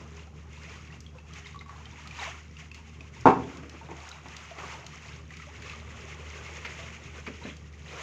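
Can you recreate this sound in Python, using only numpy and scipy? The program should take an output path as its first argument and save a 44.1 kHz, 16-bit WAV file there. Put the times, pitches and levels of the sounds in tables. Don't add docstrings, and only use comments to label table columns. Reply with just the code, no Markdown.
import sys
import numpy as np
from scipy import signal
from scipy.fft import rfft, irfft, next_fast_len
from scipy.io import wavfile
from scipy.ndimage import uniform_filter1d, minimum_filter1d, map_coordinates

SR = 44100
rng = np.random.default_rng(int(sys.argv[2]) if len(sys.argv) > 2 else 0)


def int16_out(signal):
    q = np.round(np.clip(np.atleast_2d(signal).T, -1, 1) * 32767)
    wavfile.write(sys.argv[1], SR, q.astype(np.int16))


N = 353682

LAP_SPLASH_DB, LAP_SLOSH_DB = -65, -62.5


def amp(db):
    return 10 ** (np.asarray(db) / 20)


def unit(x):
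    return x / np.sqrt(np.mean(x ** 2) + 1e-20)


def along(points, hz):
    point_hz, value = np.transpose(points)
    return np.interp(np.log(hz + 1), np.log(point_hz + 1), value)


def curves(rows):
    time_s, *columns = np.transpose(rows)
    return [np.interp(np.arange(N) / SR, time_s, column) for column in columns]


def wobble(rate_hz):
    knots = rng.standard_normal(int(N * rate_hz / SR) + 4)
    return map_coordinates(knots, [np.arange(N) * rate_hz / SR])


def filtered(x, response):
    size = next_fast_len(len(x) + SR // 4)
    spectrum = rfft(x, size) * response(np.fft.rfftfreq(size, 1 / SR))
    return irfft(spectrum, size)[:len(x)]


def coloured(x, spectrum):
    return unit(filtered(x, lambda hz: amp(along(spectrum, hz))))


def add(track, start_s, sound):
    part = track[round(start_s * SR):][:len(sound)]
    part += sound[:len(part)]


def fade(t, t60_s, attack_s):
    return 1000 ** (-t / t60_s) * (1 - np.exp(-t / attack_s))


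def burst(spectrum, t60_s, attack_s):
    t = np.arange(SR // 2) / SR
    return coloured(rng.standard_normal(len(t)), spectrum) * fade(t, t60_s, attack_s)


def bubble(t, hz, t60_s, rise):
    phase_cycles = hz * t * (1 + rise * t / t60_s)
    return np.sin(2 * np.pi * phase_cycles) * fade(t, t60_s, 1 / hz)


def swarm(low_hz, high_hz, cycles, spread_db, count):
    when, pitch, size = rng.random((count, 3)).T[:, :, None]
    hz = low_hz * (high_hz / low_hz) ** pitch
    t = np.arange(min(int(cycles / low_hz * SR), SR // 16)) / SR
    gain = amp(-spread_db * np.log(size + 0.018))
    rings = gain * bubble(t, hz, cycles / hz, rise=0.17)
    at = (when * N).astype(int) + np.arange(len(t))
    return np.bincount(at.ravel(), rings.ravel(), minlength=N)[:N]


def froth(spectrum, bubbles, noise_db):
    rush = coloured(rng.standard_normal(N), spectrum)
    return unit(coloured(bubbles, spectrum) + amp(noise_db) * rush)


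def generator():
    # pitch_hz, level_db (over the rumble), waver_db
    hum_tones = [(75.8, 6.5, 1.5), (150, -2, 4.0), (162.5, -8, 4), (225.6, -8, 3.0), (406, -16, 6)]
    # freq_hz, density_db (per Hz)
    rumble_spectrum = [(25, -13), (42, -12.5), (62, -7), (85, -6), (115, 2), (140, -2.5), (165, -1),
                       (190, -9), (260, -10.5), (320, -13), (420, -13), (600, -24.5), (1200, -57)]
    # time_s, level_db
    level_points = [(0, -53), (2.9, -54.5), (3.5, -55.5), (4.2, -57), (4.8, -55.5), (5.6, -53), (6.2, -53),
                    (8.0, -54)]
    clock_s = np.arange(N) / SR + np.cumsum(0.00597 * wobble(2.4)) / SR
    tones = np.zeros(N)
    for hz, db, waver_db in hum_tones:
        level = amp(db + waver_db * wobble(11))
        tones += level * np.sin(2 * np.pi * (hz * clock_s + rng.random()))
    level_db, = curves(level_points)
    throb_db = 2.2 * wobble(14)
    rumble = amp(throb_db) * coloured(rng.standard_normal(N), rumble_spectrum)
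    return amp(level_db) * (tones + rumble)


def surges():
    # crest_s, rise_s, fall_s, splash_db, slosh_db (over the splash); before layer trims
    surge_rows = [(0.01, 0.022, 0.06, -53.5, 5), (0.15, 0.12, 0.13, -57, 3), (0.36, 0.069, 0.087, -63, 3),
                  (0.73, 0.21, .15, -50, -2), (0.94, .03, 0.048, -53, 1), (1.164, .02, 0.029, -63.5, 13),
                  (1.36, 0.075, 0.16, -50.5, -1.5), (1.615, 0.011, 0.022, -54.5, 3),
                  (1.72, 0.053, 0.16, -55, 7.5), (1.98, 0.17, 0.45, -52, -1.5),
                  (2.225, 0.062, 0.11, -38.5, -1.5), (2.6, 0.02, 0.059, -50, -4),
                  (2.748, 0.0069, 0.088, -53.5, -2), (2.99, 0.24, 0.094, -57, -18),
                  (3.135, 0.016, 0.28, -54.5, -11), (3.52, 0.36, .2, -54.5, 4.5),
                  (3.75, .03, 0.069, -55, 2), (4.08, 0.29, 0.14, -51, 4), (4.37, 0.15, 0.42, -49.5, 0),
                  (4.6, 0.026, 0.14, -47, 5.5), (4.74, 0.07, 0.082, -47.5, 5.5),
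                  (5.07, 0.25, 0.15, -50.5, -1), (5.328, 0.033, 0.22, -53, -12),
                  (5.69, 0.23, 0.21, -48.5, -2), (5.92, 0.11, 0.25, -63, 10.5), (6.42, 0.62, 0.89, -47, -3),
                  (6.79, 0.12, 0.16, -48.5, -1), (7.17, 0.033, 0.044, -51, 3), (7.32, 0.088, .08, -52, -5),
                  (7.46, 0.077, 0.093, -48.5, -5), (7.99, 0.099, .12, -43, 1)]
    edge_db, rounding = 9, 1.49
    t = np.arange(N) / SR
    slosh_power = np.full(N, amp(LAP_SLOSH_DB) ** 2)
    splash_power = np.full(N, amp(LAP_SPLASH_DB) ** 2)
    for crest_s, rise_s, fall_s, db, slosh_db in surge_rows:
        near = slice(*np.searchsorted(t, [crest_s - 3 * rise_s, crest_s + 3 * fall_s]))
        away = np.maximum((crest_s - t[near]) / rise_s, (t[near] - crest_s) / fall_s)
        power = amp(db - edge_db * away ** rounding) ** 2
        splash_power[near] += power
        slosh_power[near] += power * amp(slosh_db) ** 2
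    return 10 * np.log10(slosh_power), 10 * np.log10(splash_power)


def water(slosh_db, splash_db):
    # freq_hz, density_db (per Hz)
    gulp_spectrum = [(200, -28), (300, -10), (400, 0.5), (520, -0.5), (640, -5.5), (900, -28.5)]
    slosh_spectrum = [(350, -17), (550, -10), (700, -6.5), (850, -3), (1100, -1.5), (1300, -2.5),
                      (1550, -5), (2200, -23.5)]
    splash_spectrum = [(700, -35.5), (1100, -2), (1300, -7), (1600, -4.5), (2100, 3), (2700, 2),
                       (3300, -4.5), (4200, -16), (6000, -23)]
    spray_spectrum = [(2500, -20), (3600, -2.5), (4600, -2.5), (5500, 0.5), (6500, 3), (7500, -0.5),
                      (10000, -5), (15000, -11.5)]
    # time_s, gulp_db (over the slosh)
    depth_points = [(0, -2), (.4, -2.5), (1.5, -15), (2.8, -11.5), (3.65, -2.5), (4.1, -13.5), (4.7, -10),
                    (6.4, 1), (6.75, -2), (8.0, -2.5)]
    depth_db, = curves(depth_points)
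    spray_db = -69 + 0.84 * (splash_db - LAP_SPLASH_DB)
    clumps_db = 1.83 * wobble(35)

    gulp_bubbles = swarm(308.0, 680, cycles=21, spread_db=4.0, count=500)
    gulp = amp(slosh_db + depth_db - 4) * froth(gulp_spectrum, gulp_bubbles, noise_db=1.5)

    slosh_bubbles = swarm(607.3, 1385, cycles=66, spread_db=4.5, count=900)
    slosh_level = amp(slosh_db - 4 + 0.96 * wobble(25))
    slosh = slosh_level * froth(slosh_spectrum, slosh_bubbles, noise_db=2)

    splash_bubbles = swarm(1083, 3770, cycles=38, spread_db=2.5, count=2200)
    splash_level = amp(splash_db - 0.5 + clumps_db)
    splash = splash_level * froth(splash_spectrum, splash_bubbles, noise_db=4.0)

    spray_bubbles = swarm(3300, 10700, cycles=14, spread_db=4.5, count=2500)
    spray = amp(spray_db + clumps_db) * froth(spray_spectrum, spray_bubbles, noise_db=5)
    return gulp + slosh + splash + spray


def drips(splash_db):
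    # start_s, pitch_hz, level_db (relative)
    drip_rows = [(.195, 2710, -50), (1.064, 3250, -46), (1.152, 508, -50.5), (1.185, 2600, -46),
                 (1.459, 2090, -40), (1.469, 3660, -43), (1.545, 1110, -45), (1.559, 1113, -41.5),
                 (1.591, 3770, -43), (1.610, 2060, -41), (1.660, 1090, -46), (1.694, 1110, -41),
                 (1.760, 1064, -48), (1.855, 3070, -41), (2.11, 2390, -39.5), (2.568, 2740, -44),
                 (2.715, 2570, -40), (3.007, 2460, -42), (3.812, 895, -45), (4.115, 3820, -39),
                 (4.512, 672, -42), (5.306, 1930, -41), (5.337, 2270, -42), (5.399, 1306, -45.5),
                 (5.419, 1910, -43), (5.434, 1190, -48), (5.470, 587, -48), (5.666, 2460, -45),
                 (5.697, 2580, -36.5), (5.734, 1197, -42), (6.790, 653, -45.5)]
    # start_s, level_db, pitch_hz
    smack_rows = [(0.911, -49, 2390), (1.0045, -36.5, 6640), (1.335, -38, 2900), (2.0733, -35.5, 2410),
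                  (2.745, -38, 2590), (3.2086, -38.5, 6100), (3.5705, -39, 2580), (3.695, -38, 2250),
                  (4.089, -34, 5550), (4.284, -39, 2040), (4.3656, -34, 2490), (4.8644, -32, 2970),
                  (5.369, -38, 2420), (5.6212, -38, 2100), (7.5672, -42.5, 4500)]
    ring_cycles = 78
    out = amp(splash_db - 15.0) * unit(swarm(1096, 4020, cycles=120, spread_db=8.0, count=300))
    t = np.arange(SR // 2) / SR
    for start_s, hz, db in drip_rows:
        tick_spectrum = [(hz / 2, -15), (hz, 0), (hz * 2, -7), (hz * 5, -16)]
        tick = burst(tick_spectrum, t60_s=0.025, attack_s=0.00032)
        ring = bubble(t, hz, ring_cycles / hz, rise=0.06)
        add(out, start_s, amp(db + 4.0) * (ring + amp(-8) * tick))
    for start_s, db, hz in smack_rows:
        smack_spectrum = [(hz / 2, -12), (hz, 0), (hz * 2, -4), (hz * 10, -15)]
        add(out, start_s, amp(db) * burst(smack_spectrum, t60_s=0.023, attack_s=0.00075))
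    return out


def deck():
    # start_s, thud_db, slap_db
    blow_rows = [(3.2556, -6, -33), (3.268, -4.5, -29.5), (3.285, -15.5, -35), (3.301, -18.5, -35),
                 (3.887, -38.5, -71), (3.914, -36.5, -55), (4.258, -39, -48), (4.584, -39.5, -38),
                 (6.648, -52, -30), (7.265, -47, -33)]
    # pitch_hz, level_db (relative), t60_s
    deck_modes = [(145.3, -18, 0.3), (255, -9, 0.18), (278, -1, 0.096), (340, -10, 0.13), (407.4, -7, 0.15),
                  (488, -14, .19), (680, -8.5, 0.13), (765, -8.5, 0.2), (872, 2, 0.089), (953, 0.5, 0.046),
                  (966, 0.5, 0.086), (1074, -9, 0.16), (1183, -9, .12), (1390, -15, .11), (2194, -27, 0.11),
                  (2670, -34, 0.3)]
    # freq_hz, density_db (per Hz)
    clatter_spectrum = [(40, -38), (80, -13), (130, -7.5), (280, 0), (480, -3.5), (600, -10.5), (950, 1),
                        (1200, -10), (1600, -16), (2300, -31.5), (3500, -40.5), (12000, -43)]
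    slap_spectrum = [(300, -40), (1100, 1), (1600, -4), (2300, 6.5), (3500, -10), (7000, -22), (15000, -19)]
    heel_spectrum = [(50, -13), (130, -1.5), (300, 2.5), (400, -0.5), (540, 0), (800, -22), (1450, -14),
                     (2500, -12), (5000, -59)]
    # start_s, level_db
    step_rows = [(3.58, -42), (3.63, -40.5), (3.74, -43.5), (3.9, -43.5), (7.276, -34.5), (7.451, -33.5)]
    out = np.zeros(N)
    t = np.arange(SR // 2) / SR
    for start_s, thud_db, slap_db in blow_rows:
        ring = np.zeros(len(t))
        for hz, db, t60_s in deck_modes:
            level = amp(db + rng.normal(0, 1))
            tone = np.sin(2 * np.pi * (hz * t + rng.random()))
            ring += level * tone * fade(t, t60_s, attack_s=0.00041)
        crack = burst(clatter_spectrum, t60_s=0.036, attack_s=0.00047)
        rattle = burst(clatter_spectrum, t60_s=0.25, attack_s=0.0018)
        slap = burst(slap_spectrum, t60_s=0.09, attack_s=0.0015)
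        thud = amp(-9) * ring + amp(-2) * crack + amp(-11.5) * rattle
        add(out, start_s, amp(thud_db) * thud + amp(slap_db) * slap)
    for start_s, db in step_rows:
        add(out, start_s, amp(db) * burst(heel_spectrum, t60_s=0.18, attack_s=0.0012))
    return out


def huts(x):
    # freq_hz, t60_s
    decay_points = [(120, 0.99), (350, 0.55), (900, 0.33), (2500, 0.44), (10000, 0.4)]
    hz, t, noise = signal.stft(rng.standard_normal(SR), SR, nperseg=256)
    decay = amp(-60 * t / along(decay_points, hz)[:, None])
    tail = signal.istft(noise * decay, SR, nperseg=256)[1]
    delay_s = 0.006
    impulse = np.pad(tail / np.linalg.norm(tail), (round(delay_s * SR), 0))
    return signal.fftconvolve(x, impulse)[:N]


def scene():
    slosh_db, splash_db = surges()
    drops = drips(splash_db)
    blows = deck()
    echo = huts(amp(-8) * drops + amp(-10.5) * blows)
    mix = generator() + water(slosh_db, splash_db) + drops + blows + echo
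    return mix[None]


def record(dry):
    # freq_hz, gain_db
    mic_response = [(25, -15.5), (45, -0.5), (70, 1), (7000, 0), (7500, -6.5), (8200, -16), (9500, -22),
                    (11000, -23), (15000, -23)]
    # freq_hz, density_db (per Hz)
    hiss_spectrum = [(1000, 1), (7000, -9), (10000, 19), (15000, 16)]
    ceiling, window_samples, top_hz = 0.72, 160, 15550
    hiss = amp(-68.5) * coloured(rng.standard_normal(N), hiss_spectrum)
    x = filtered(dry[0] + hiss, lambda hz: amp(along(mic_response, hz)))
    needed_gain = ceiling / np.maximum(np.abs(x), ceiling)
    held_gain = minimum_filter1d(needed_gain, size=window_samples)
    gain = uniform_filter1d(held_gain, size=window_samples)
    return filtered(x * gain, lambda hz: hz < top_hz)[None]


dry = scene()
out = record(dry)
int16_out(out)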